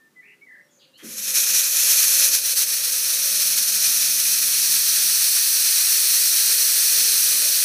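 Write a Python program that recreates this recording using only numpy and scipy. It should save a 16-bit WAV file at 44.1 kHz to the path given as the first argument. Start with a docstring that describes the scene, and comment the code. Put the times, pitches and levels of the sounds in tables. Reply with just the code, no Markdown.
"""A fog machine on a garden patio, a few metres away. First a songbird sings over quiet outdoor air,
with two faint tones far off. At about one second the nozzle leaks, then coughs out a hissing jet of
vapour as the pump starts to buzz with the mains power. Boiling fluid makes the jet spit and the
casing drone. By about five seconds the boiling has calmed and the jet is an even stream.
A few soft puffs come near the end."""
import sys
import numpy as np
from scipy import signal
from scipy.fft import rfft, irfft
from scipy.io import wavfile

SR = 44100
rng = np.random.default_rng(int(sys.argv[2]) if len(sys.argv) > 2 else 0)


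def log_audio(samples):
    """Write samples as a 16-bit WAV file to the path given in sys.argv[1]."""
    # one column per channel
    frames = np.atleast_2d(samples).T
    # limit to full scale, then quantise
    limited = np.clip(frames, -1, 1)
    pcm = np.round(limited * 32767).astype(np.int16)
    wavfile.write(sys.argv[1], SR, pcm)


N = 336924
TIME = np.arange(N) / SR
FREQ = np.maximum(np.arange(N // 2 + 1) * SR / N, 1)
MAINS_HZ = 50
OPEN_S = 1.01  # the valve opens and the pump starts


def undb(db):
    """Turn decibels into a number to multiply by."""
    return 10 ** (np.asarray(db) / 20)


def unit(x):
    """Scale a signal so that its average size (rms) is 1."""
    return x / np.sqrt(np.mean(x ** 2))


def curves(rows):
    """Join rows that begin with a time into one curve for each other column."""
    times, *columns = np.transpose(rows)
    return [np.interp(TIME, times, column) for column in columns]


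def bell(x, centre, width):
    """A smooth bump of height 1."""
    return np.exp(-.5 * ((x - centre) / width) ** 2)


def ramp(start, length):
    """A smooth rise from 0 to 1, timed in seconds."""
    return np.sin(np.pi / 2 * np.clip((TIME - start) / length, 0, 1)) ** 2


def outline(points):
    """Join (Hz, dB) points into a level for every frequency."""
    hz, db = np.transpose(points)
    return np.interp(np.log(FREQ), np.log(hz), db)


def colour(x, db):
    """Turn each frequency up or down, then scale the result to size 1."""
    return unit(irfft(rfft(x) * undb(db), N))


def wander(rate):
    """A smooth random curve of size 1 that changes up to about `rate` times a second."""
    return unit(irfft(rfft(rng.standard_normal(N)) * bell(FREQ, 0, rate), N))


def ring(hz, width):
    """Noise that rings around one pitch."""
    detuning = (FREQ - hz ** 2 / FREQ) / (2 * width)
    return colour(rng.standard_normal(N), -20 * np.log10(1 + detuning ** 2))


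def garden(level_db=-64):
    """Quiet, steady outdoor air with a far rumble."""
    # Each row: frequency in Hz, relative level in dB.
    air_shape = [(30, -40), (60, -24), (100, -8), (150, 0), (280, 5), (420, -1), (600, -7), (800, -6.5),
                 (1600, -7), (2600, -12), (4500, -12.5), (15000, -16.5)]
    return colour(rng.standard_normal(N), outline(air_shape)) * undb(level_db)


def whistle(start, length, first_hz, last_hz, arch_hz, db, fade_in, fade_out, swing_hz):
    """A nearly pure tone whose pitch glides along an arch or a dip."""
    progress = np.clip((TIME - start) / length, 0, 1)
    hz = first_hz + (last_hz - first_hz) * progress + arch_hz * np.sin(np.pi * progress) + swing_hz
    loudness = ramp(start, fade_in) * (1 - ramp(start + length - fade_out, fade_out))
    return unit(np.sin(2 * np.pi * np.cumsum(hz) / SR)) * undb(db) * loudness


def bounced(x):
    """Echoes from hard surfaces close by overlap a trill with itself and roughen it."""
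    # Each row: delay in seconds, echo level in dB.
    bounces = [(.005, -5), (.0095, -12)]
    return x + sum(undb(db) * np.interp(TIME - delay, TIME, x, left=0) for delay, db in bounces)


def fence_echoes(x, echo_db, fade_s):
    """Add short, scattered echoes from the fence and the house wall."""
    t = TIME[:SR // 2]
    tail = rng.standard_normal(len(t)) * undb(-60 * t / fade_s) * (t > .008)
    tail /= np.sqrt(np.sum(tail ** 2))
    return x + undb(echo_db) * signal.fftconvolve(x, tail)[:N]


def bird(unevenness=.15, depth_scatter_db=2, trill_grows_s=.023, twitter_above_hz=2500):
    """Flute-like notes, then a thin twitter with more echo; a trill is a fast wobble in pitch."""
    # Each row: start and length in seconds, first pitch, last pitch and arch in Hz, level in dB,
    # typical trill depth in Hz, typical wobbles per second.
    song = [(-.02, 0.11, 1800, 1780, 0, -64, 0, 90), (0.151, .068, 2030, 1950, 10, -52.5, 10, 100),
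            (0.211, 0.14, 1950, 2370, 108, -52.5, 450, 100), (0.406, 0.048, 2146, 2250, 60, -49.5, 0, 46),
            (.455, .168, 2170, 1940, -230, -50, 190, 44), (.612, .072, 5720, 5450, 50, -74, 130, 50),
            (.683, .024, 3300, 3500, 0, -64, 300, 70), (.698, .095, 6950, 6550, -100, -65, 500, 52),
            (.783, 0.081, 4720, 3490, -450, -59, 950, 139), (.925, 0.097, 2600, 3260, 190, -59, 71, 100),
            (.925, .06, 3690, 4650, 40, -60, 170, 130)]
    uneven_time = np.cumsum(1 + unevenness * wander(41.8)) / SR
    depth_change = undb(depth_scatter_db * wander(58))
    fluted, twitter = np.zeros((2, N))
    for start, length, first_hz, last_hz, arch_hz, db, depth_hz, rate in song:
        growth = 1 - np.exp(-np.maximum(TIME - start, 0) / trill_grows_s)
        trill = depth_hz * growth * depth_change * np.sin(2 * np.pi * rate * uneven_time)
        note = whistle(start, length, first_hz, last_hz, arch_hz, db,
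                       fade_in=.022, fade_out=.015, swing_hz=trill)
        if first_hz > twitter_above_hz:
            twitter += note
        else:
            fluted += note
    fluted = fence_echoes(bounced(fluted), echo_db=-10, fade_s=.34)
    twitter = fence_echoes(bounced(twitter), echo_db=-1.5, fade_s=.42)
    return fluted + twitter


def far_tones(waver_hz=3):
    """Two faint, wavering tones from beyond the garden."""
    # Each row: start and length in seconds, first pitch, last pitch and arch in Hz, level in dB.
    tones = [(.2, .3, 415, 393, 2, -71), (0.498, .5, 572, 522, 35, -71.5)]
    waver = waver_hz * wander(9)
    return sum(whistle(*row, fade_in=.08, fade_out=.08, swing_hz=waver) for row in tones)


def jet_flow(leak_s=.97, leak_db=-53.5, full_s=1.386, swell_db_per_s=69):
    """How strong the jet is: the valve leaks, then opens, and the pressure builds until it is full."""
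    # Each row: time in seconds, level at full pressure in dB.
    levels = [(1.38, -16.5), (1.7, -18), (1.9, -15), (2.25, -15), (2.45, -19.5), (3.1, -19.5), (4.5, -18),
              (6.2, -16.5), (7.28, -16.2), (7.35, -17.5)]
    # Big gulps of fluid flash to vapour (+) and gaps interrupt the feed (-).
    # Each row: time in seconds, change in dB, half length in seconds.
    spurts = [(1.187, 2.5, .01), (1.329, -5, 0.011), (1.355, 2.5, .012), (1.457, -5, 0.021),
              (1.525, -4.5, .009), (1.563, 3.5, .031), (1.662, -2.5, 0.026), (2.314, -3.5, 0.034),
              (2.348, 5.5, 0.012), (2.414, -6, 0.017), (2.548, -5.5, 0.008), (2.584, 3.5, 0.022),
              (2.658, -6, 0.011), (2.807, -3, 0.046), (2.848, 4, .01), (2.9, -2.5, 0.015),
              (3.18, -3.5, .011), (3.59, 3, 0.011), (3.862, 3.5, 0.021), (4.74, 2, 0.032)]
    (full_db,) = curves(levels)
    swell_db = -swell_db_per_s * np.maximum(full_s - TIME, 0)
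    spurts_db = sum(db * bell(TIME, when, half_length) for when, db, half_length in spurts)
    leak = ramp(leak_s, .016) * undb(leak_db)
    opened = ramp(OPEN_S, .065)
    return (1 - opened) * leak + opened * undb(full_db + swell_db + spurts_db)


def jet_colour(stage, ripple_db):
    """The jet's level in dB at every frequency, for one stage of the heater."""
    # The broad shape of the hiss. Each row: frequency in Hz, relative level in dB.
    hiss_shape = [(40, -52), (100, -44), (160, -42.5), (450, -25.5), (700, -28.5), (950, -28), (1300, -18),
                  (3300, -12), (5500, -3), (11000, -3.5), (15200, -11)]
    # Peaks and dips in the colour of the hiss, with one narrow notch in the high treble.
    # Each row: frequency and half width in Hz, then the change in dB at stages 0, 1 and 2.
    peaks = [(1800, 203, 2.5, 2.5, 3.5), (2096, 45, -6.5, -4, -3), (2480, 125, 8.5, 6, 4.5),
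             (4300, 290, 2.5, 5, 7.5), (4790, 295, -6, -3, -1.2), (6100, 534, 4, 4.5, 1.5),
             (5830, 120, -1.5, 0, 3), (7180, 524, -1, -7, -7.5), (8420, 770, -4.5, -1, 2),
             (11380, 270, 1.5, 2, 1.3), (12600, 220, 0, 0, 0.5), (13300, 300, 5.5, 3, 3.5),
             (13300, 90, 0, -9, -3.5), (14680, 400, -3, 5.5, 9.5)]
    peaks_db = sum(db[stage] * bell(FREQ, hz, width) for hz, width, *db in peaks)
    return outline(hiss_shape) + ripple_db + peaks_db


def jet(spit_db=.96, even_db=.36, calm_s=4.18, stroke_db=.14, grain_db=.35, flicker_db=.8):
    """Rushing vapour hisses through the nozzle, shaken by the boiling and by each pump stroke."""
    # Each row: time in seconds, heater stage (0 boiling hard, 1 settling, 2 even stream).
    stages = [(1.0, 0), (2.3, 0.5), (2.5, 1.1), (4.0, 0.9), (5.3, 1.6), (7.6, 1.5)]
    (stage,) = curves(stages)
    # Small random spits die down as the boiling calms.
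    flutter_db = (spit_db + (even_db - spit_db) * ramp(calm_s, .59)) * wander(22)
    pulse_db = stroke_db * np.sin(2 * np.pi * MAINS_HZ * TIME)
    # Bursting droplets give the hiss a fine grain.
    rush = rng.standard_normal(N) * undb(grain_db * wander(530))
    # Close echoes make some frequencies slightly louder and others softer.
    delays = rng.uniform(.000985, .008, size=6)
    ripple_db = .35 * unit(sum(np.cos(2 * np.pi * FREQ * delay) for delay in delays))
    hiss = np.zeros(N)
    for k in range(3):
        share = np.maximum(1 - abs(stage - k), 0)
        hiss += share * colour(rush, jet_colour(k, ripple_db))
    # The swirling cloud shifts the balance between the low and high parts of the hiss.
    low_part = irfft(rfft(hiss) * bell(FREQ, 0, 4500), N)
    hiss += low_part * (undb(flicker_db * wander(14)) - 1)
    return hiss * jet_flow() * undb(flutter_db + pulse_db)


def boiler(body_hz=522, body_db=-58, hollow_hz=146, hollow_db=-69):
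    """Boiling fluid makes the casing drone; soft puffs come as the jet starts and near the end."""
    # Each row: start in seconds, level before fading in dB, pitch and width in Hz, fade in seconds.
    puffs = [(1.025, -40.5, 280, 75, 0.059), (1.04, -41, 220, 30, 0.07), (.985, -49, 2010, 905, 0.46),
             (6.98, -50, 232, 60, 0.16), (7.29, -50.5, 240, 45, 0.18), (7.42, -47.5, 606, 30, 0.12)]
    sound = undb(body_db) * ring(body_hz, 17) * bell(TIME, 2.3, .8)
    sound += undb(hollow_db) * ring(hollow_hz, 13) * bell(TIME, 3.7, 2.1)
    for start, db, hz, width, fade in puffs:
        age = np.maximum(TIME - start, 0)
        loudness = (1 - np.exp(-age / .0054)) * np.exp(-age / fade)
        sound += undb(db) * ring(hz, width) * loudness
    return sound


def casing_hum(hum_hz=200, rest_db=-73, rise_s=.15, fade_s=.32):
    """The casing hums along with the pump, swelling twice."""
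    # Each row: start in seconds, seconds until it begins to fade, level in dB.
    spells = [(1.02, 0.17, -54), (3.2, 1.85, -58)]
    hum = unit(np.sin(2 * np.pi * hum_hz * TIME) + .71 * ring(hum_hz, 24))
    loudness = np.zeros(N)
    for start, hold, db in spells:
        fading = np.exp(-np.maximum(TIME - start - hold, 0) / fade_s)
        loudness += undb(db) * ramp(start, rise_s) * fading
    return hum * np.maximum(loudness, undb(rest_db))


def pump(waver_db=2.5, ring_width_hz=42, base_db=-13):
    """A mains-driven piston buzzes, loudest near a ringing pitch that drifts with the pressure."""
    # Each row: time in seconds, buzz strength in dB, ringing pitch in Hz.
    buzz_changes = [(1.1, -60.5, 507), (1.7, -59, 548), (2.25, -55, 560), (2.45, -62, 551), (3.3, -58, 560),
                    (3.9, -60, 632), (5.4, -69.5, 537), (5.9, -63, 490), (6.9, -58, 494), (7.6, -60, 505)]
    buzz_db, ring_hz = curves(buzz_changes)
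    buzz = np.zeros(N)
    for hz in MAINS_HZ * np.arange(3, 14):
        phase = 2 * np.pi * hz * TIME + .32 * wander(7.1) + rng.uniform(0, 2 * np.pi)
        overtone = unit(np.sin(phase)) * undb(waver_db * wander(8.7))
        buzz += overtone * (undb(base_db) + bell(ring_hz, hz, ring_width_hz))
    return (buzz * undb(buzz_db) + casing_hum()) * ramp(OPEN_S, .06)


def scene():
    """All the sounds reach one microphone, so left and right are the same."""
    mono = jet() + pump() + boiler() + bird() + far_tones() + garden()
    return np.array([mono, mono])


def record(dry, top_hz=15250):
    """The camera sharply cuts off the highest treble."""
    treble_cut = signal.ellip(12, .1, 85, top_hz, fs=SR, output="sos")
    return signal.sosfilt(treble_cut, dry)


dry = scene()
out = record(dry)
log_audio(out)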